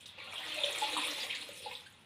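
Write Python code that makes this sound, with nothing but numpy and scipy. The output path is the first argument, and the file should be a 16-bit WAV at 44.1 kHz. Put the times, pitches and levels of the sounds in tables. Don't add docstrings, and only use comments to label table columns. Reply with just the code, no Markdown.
import sys
import numpy as np
from scipy import signal
from scipy.fft import rfft, irfft
from scipy.io import wavfile
from scipy.ndimage import uniform_filter1d

SR = 44100
rng = np.random.default_rng(int(sys.argv[2]) if len(sys.argv) > 2 else 0)


def wav_record(signal):
    frames = np.transpose(np.atleast_2d(signal))
    bounded = np.clip(frames, -1, 1)
    quanta = np.round(bounded * 32767).astype(np.int16)
    wavfile.write(sys.argv[1], SR, quanta)


def invert_db(x):
    u = np.asarray(x, float) / 20
    return 10 ** u


N = 90405


def evened(x):
    return x / np.sqrt(np.mean(x ** 2) + 1e-20)


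def wander(first, second):
    noise = rng.standard_normal(N)
    return evened(uniform_filter1d(uniform_filter1d(noise, size=first), size=second))


def read(points, hz):
    f, value = np.transpose(points)
    return np.interp(np.log(hz + 1), np.log(f + 1), value)


def add(mix, s, sound):
    part = mix[max(round(s * SR), 0):][:len(sound)]
    part += sound[:len(part)]


def colour(x, table):
    z, hz = rfft(x), np.fft.rfftfreq(len(x), 1 / SR)
    power = np.interp(hz, hz[::8], uniform_filter1d(abs(z[::8]) ** 2, size=25))
    shape = invert_db(read(table, hz)) * np.minimum(hz / table[0][0], 1) ** 4
    flat = z / np.sqrt(power + 1e-4 * power.max())
    return evened(irfft(flat * shape, len(x)))


def background():
    # [f/Hz, level/dB]
    hiss = [(15, -73), (25, -31), (86, -1), (221, -5.5), (267, -10.5), (632, -17), (897, -17.5),
            (3350, -17), (15600, -60)]
    hiss_db, hum_hz, hum_db = -65, 98.5, -74
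    waver = 1 + 0.25 * evened(uniform_filter1d(rng.standard_normal(N), size=3000))
    hum = invert_db(hum_db) * waver * np.sin(2 * np.pi * hum_hz * np.arange(N) / SR)
    return invert_db(hiss_db) * colour(rng.standard_normal(N), hiss) + hum


def room(x, stretch, wet_db=0):
    # [f/Hz, t60/s]
    decay = [(250, 0.38), (1000, 0.43), (3500, 0.34), (10000, 0.17)]
    # [delay t/s, level/dB]
    echoes = [
        (.0045, -2),
        (0.0098, -1),
        (0.0152, -8.5),
        (0.023, -2.5),
        (0.028, -18),
        (.052, -10.5),
    ]
    tail_db, spacing = -2.5, 20
    taps = np.zeros(SR // 2)
    at = np.arange(300, SR // 2 - spacing, spacing)
    taps[at + rng.integers(0, spacing, len(at))] = rng.choice([-1., 1.], len(at))
    hz, t, z = signal.stft(taps, SR, nperseg=256)
    fade = invert_db(-60 * t / read(decay, hz)[:, None])
    tail = signal.istft(z * fade, SR, nperseg=256)[1]
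    tail = invert_db(tail_db) * tail / np.linalg.norm(tail)
    direct = (0.0012, -wet_db)
    for s, db in list(echoes) + [direct]:
        add(tail, s * stretch, invert_db(db) * np.ones(1))
    return invert_db(wet_db) * signal.fftconvolve(x, tail)[:N]


def bubble(hz, cycles, glide, db=0):
    rise, swell = .26, 3.5
    cycles = max(cycles, 1)
    u = np.arange(0, 4, hz / cycles / SR)
    v = u / (2 * rise)
    shape = (v * np.exp(1 - v)) ** swell
    return invert_db(db) * shape * np.sin(2 * np.pi * cycles * (u + glide * u ** 2))


def gurgle(table, width_hz):
    blows_per_s = 420
    s, hz, db = np.transpose(table)
    t = np.arange(N) / SR
    blows = rng.standard_normal(N) * (rng.random(N) < blows_per_s / SR)
    turn = np.exp(2j * np.pi * np.cumsum(np.interp(t, s, hz)) / SR)
    r = np.exp(-np.pi * width_hz / SR)
    ring = signal.lfilter([1], [1, -2 * r, r * r], blows / turn)
    return invert_db(np.interp(t, s, db)) * evened((ring * turn).real)


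def hollows():
    # [t/s, f/Hz, level/dB]
    hollow = [(.1, 520, -73), (.53, 617, -68.5), (.58, 612, -52.5), (.7, 531.8, -49.5), (.78, 490, -55.5),
              (.85, 610, -53), (.94, 480, -69), (1.08, 540, -52), (1.3, 505, -65.5), (1.58, 496, -62.5),
              (1.68, 497.5, -52), (1.79, 486, -117)]
    # [t/s, f/Hz, level/dB]
    bucket = [(.3, 293.4, -89), (.46, 301.4, -61), (.65, 316, -75.5), (.8, 331, -60), (.9, 319, -66),
              (.97, 288.6, -49.5), (1.1, 288, -59.5), (1.25, 273, -65.5), (1.42, 290, -65),
              (1.55, 294, -76), (1.75, 298, -100)]
    return gurgle(hollow, width_hz=110) + gurgle(bucket, width_hz=42)


def splashes():
    # [start t/s, length/s, level/dB, first f/Hz, last f/Hz]
    bursts = [(.056, 0.0064, -45, 3460, 5560), (0.831, .02, -35, 2960, 3300),
              (0.97, 0.034, -36, 3060, 3100), (1.191, 0.021, -39, 3360, 4150),
              (1.228, 0.017, -44, 3540, 3270), (1.299, 0.011, -31.5, 2300, 3420),
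              (1.323, 0.024, -43, 2940, 2980), (1.353, 0.026, -56, 3200, 2900),
              (1.412, 0.016, -42, 3300, 3170), (1.613, 0.072, -48.5, 3350, 3660),
              (1.712, 0.029, -47.5, 2500, 3840), (1.743, .03, -51, 4060, 3560),
              (1.857, 0.012, -52, 3500, 3660)]
    per_s, spread_octaves = 2000, .38
    out = np.zeros(N)
    for (s, length, db, first_hz, last_hz), luck in zip(bursts, rng.random((len(bursts), 200, 3))):
        for late, size, strong in luck[:int(length * per_s)]:
            slid_hz = first_hz * (last_hz / first_hz) ** late
            hz = slid_hz * 2 ** (spread_octaves * (2 * size - 1))
            add(out, s + length * late, bubble(hz, 5.2, 0.023, db - 12 * strong))
    return out


def glugs():
    # [start t/s, peak level/dB, f/Hz, cycles]
    large = [(.172, -50.5, 513, 11.4), (0.333, -37, 1110, 2.2), (.566, -41, 652, 5.7),
             (.635, -35.5, 530, 6.3), (.679, -40, 601, 4.4), (.813, -28.5, 851.7, 19.7),
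             (.925, -38.5, 501, 12.5), (.9645, -26, 1076, 4.2), (.972, -31.5, 1013, 9.7),
             (0.964, -46, 294, 4.9), (1.18, -42.5, 870, 6.9), (1.23, -45.5, 533, 8.2),
             (1.487, -40.5, 531, 5.7), (1.656, -35.5, 828, 11.5), (1.655, -39.5, 492, 12.4),
             (.71, -44, 514, 8.2), (.742, -46.5, 464, 6.8), (1.06, -47.5, 545, 8.3),
             (1.711, -43.5, 978, 6.1)]
    out = np.zeros(N)
    for s, db, hz, cycles in large:
        add(out, s, bubble(hz, cycles, 0.0036, db - 0.5))
    return out


def plinks():
    # [start t/s, peak level/dB, f/Hz]
    ordinary = [(0.0563, -37, 3580), (0.0889, -35, 3540), (0.1835, -34, 2540), (0.2003, -33.5, 2276),
                (0.2728, -34.5, 2616), (0.3237, -32.5, 2340), (0.3571, -26, 3215), (0.38, -27, 2980),
                (0.4314, -33.5, 1980), (0.4503, -34, 3280), (0.5194, -28, 3050), (0.5478, -28.5, 2660),
                (0.5797, -26.5, 2570), (0.6353, -15.5, 3400), (0.7482, -29, 2390), (0.7746, -35, 2133),
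                (0.835, -23.5, 3184), (0.9298, -26, 3700), (0.9661, -28.5, 3700), (1.0409, -23, 3240),
                (1.2291, -27.5, 3250), (1.3052, -29.5, 2475), (1.4097, -35, 3900), (1.648, -34, 3980),
                (1.712, -34, 2500), (1.7509, -26.5, 3510), (1.8601, -44.5, 1504)]
    # [start t/s, peak level/dB, f/Hz, cycles]
    others = [(.008, -42, 3140, 9.8), (0.8883, -26.5, 2550, 5.2), (0.939, -29, 3620, 12),
              (1.016, -37, 2520, 45), (1.034, -26.5, 2305, 13.4), (1.064, -30, 2630, 5.6),
              (1.227, -32, 2020, 24), (1.21, -30, 4570, 15), (1.2972, -27.5, 2164, 6.9),
              (1.33, -30.5, 2020, 15), (1.351, -21.5, 3900, 3.1), (1.358, -37, 2155, 14),
              (1.7096, -33, 2354, 3.8), (1.713, -34.5, 3640, 7.7), (.642, -24, 3500, 8.4),
              (1.727, -43, 2770, 4.4), (1.7685, -56, 3750, 4.3)]
    glide, spread, trail_s = 0.023, 0.33, 0.0089
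    out = np.zeros(N)
    events = [(*row, 12) for row in ordinary] + list(others)
    for (s, db, hz, cycles), luck in zip(events, rng.random((len(events), 3, 2))):
        add(out, s - .001, bubble(hz, cycles, glide, db - 6.5))
        for late, size in luck:
            near_hz = hz * (1 + spread * (size - .5))
            add(out, s + trail_s * late, bubble(near_hz, cycles, glide, db - 15))
    return out


def spits():
    # [start t/s, peak level/dB, f/Hz]
    sprays = [(.008, -50, 8350), (0.0582, -49.5, 9130), (.06, -60, 12900), (.238, -53, 10300),
              (.324, -49.5, 6350), (0.338, -42, 9860), (.345, -54, 11800), (.722, -40.5, 7400),
              (1.196, -44.5, 6100), (1.232, -41.5, 7700), (1.351, -41.5, 7440), (1.583, -55, 8400),
              (1.728, -47, 7740), (1.861, -53, 9600), (1.922, -58, 8050), (.475, -45.5, 6830),
              (0.542, -38.5, 9430), (0.645, -39, 6700), (.704, -38, 10900), (0.782, -34.5, 8720),
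              (.897, -43, 11400), (.929, -42, 9000), (0.969, -34, 9200), (1.048, -37, 9270),
              (1.066, -33.5, 10800), (1.107, -36, 5760), (1.262, -46.5, 14200), (1.411, -44, 9100),
              (1.527, -43.5, 9300), (1.715, -46.5, 12600), (1.899, -57, 12000)]
    length_s, spread_octaves, tilt_db = .006, .3, -9
    out = np.zeros(N)
    for (s, db, hz), luck in zip(sprays, rng.random((len(sprays), 10, 4))):
        for early, late, size, weak in luck:
            drop_hz = min(hz * 2 ** (spread_octaves * (2 * size - 1)), SR / 3)
            drop_db = db - 3.5 - 10 * weak + tilt_db * (size - .5)
            add(out, s + length_s * (early + late - .6), bubble(drop_hz, 9.1, 0.023, drop_db))
    return out


def crowd(table, per_s, cycles, spread_db, surge_db, count=40):
    lo, hi = table[1][0], min(table[-1][0], 1.3 * table[-2][0])
    strength_db = spread_db * np.minimum(rng.exponential(1, N), 2.5) + surge_db
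    hits = invert_db(strength_db) * (rng.random(N) < per_s / SR)
    kind, luck, out = rng.integers(0, count, N), rng.random((count, 2)), np.zeros(N)
    for k, hz in enumerate(np.geomspace(lo, hi, count)):
        shape = bubble(hz, cycles * (.5 + luck[k, 0]), 0.16 * luck[k, 1])
        shape = shape / np.linalg.norm(shape) * np.sqrt(hz)
        out += signal.oaconvolve(hits * (kind == k), shape)[:N]
    return colour(out, table)


def trickle():
    # [t/s, level/dB, big bubbles over flow/dB, spray over flow/dB]
    flow = [(0, -56.5, -22, 8.5), (.048, -61.5, -3, -7), (.068, -55, -8, 5), (0.15, -57, 2, -12),
            (0.19, -51, 8, -7.5), (.312, -52.5, 3.5, -0.5), (.342, -48, 6, -1), (.56, -40.5, -3, -1.5),
            (.91, -40, 3.5, 1.5), (1.21, -41, -2, 1.5), (1.285, -52.5, 13.5, 9), (1.32, -43, -14, -2.5),
            (1.46, -50.5, -0.5, 4.5), (1.56, -52.5, -12, 8), (1.67, -54.5, -1, 4),
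            (1.775, -53.5, -5.5, 2.5), (1.881, -64.5, 5.5, 4), (2.05, -68, 3, 3.5)]
    # [f/Hz, level/dB]
    big = [(130, -69), (220, -37), (280, -15), (377, -18.5), (495, -8), (716, -8.5), (848, -5.5),
           (1500, -11.5), (1950, -4), (3300, -120)]
    # [f/Hz, level/dB]
    small = [(900, -12), (1500, -15.5), (2030, -7), (2520, 0), (2980, -5), (3500, -2), (4300, -6.5),
             (5300, -28)]
    # [f/Hz, level/dB]
    spray = [(3060, -62), (5200, 0.5), (5730, -9), (6940, -7.5), (7710, -7), (9440, 0.5), (12600, -15),
             (15600, -13.5)]
    s, flow_db, big_db, spray_db = np.transpose(flow)

    def follow(db):
        return invert_db(np.interp(np.arange(N) / SR, s, db))

    surge, patter = wander(500, 300), wander(200, 120)
    big_part = invert_db(-11) * follow(big_db) * crowd(big, 500, 6, 3.5, 2 * surge)
    small_part = invert_db(-1) * crowd(small, 4000, 7, 3, 1.2 * surge)
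    spray_part = invert_db(-12) * follow(spray_db) * crowd(spray, 1800, 9, 5, .6 * surge + 2.3 * patter)
    return follow(flow_db) * (big_part + small_part + spray_part)


def scene():
    mix = background()
    drops = hollows() + splashes() + glugs() + plinks() + spits()
    mix += room(drops, 0.96, wet_db=-5)
    water = invert_db(-2.5) * trickle()
    turn = np.pi * 3 * np.arange(N) / SR
    for k, stretch in enumerate([.83, 1.07, 1.21]):
        share = np.cos(turn + k * np.pi / 3) * np.sqrt(2 / 3)
        mix += room(water * share, stretch, wet_db=-3)
    return mix[None]


def low_pass(x):
    return signal.sosfilt(signal.butter(12, 15700, fs=SR, output="sos"), x)


def record(dry):
    edge_hz = 15520
    mix = signal.oaconvolve(dry, signal.firwin(151, edge_hz, fs=SR)[None], "same")
    return low_pass(mix)


dry = scene()
out = record(dry)
wav_record(out)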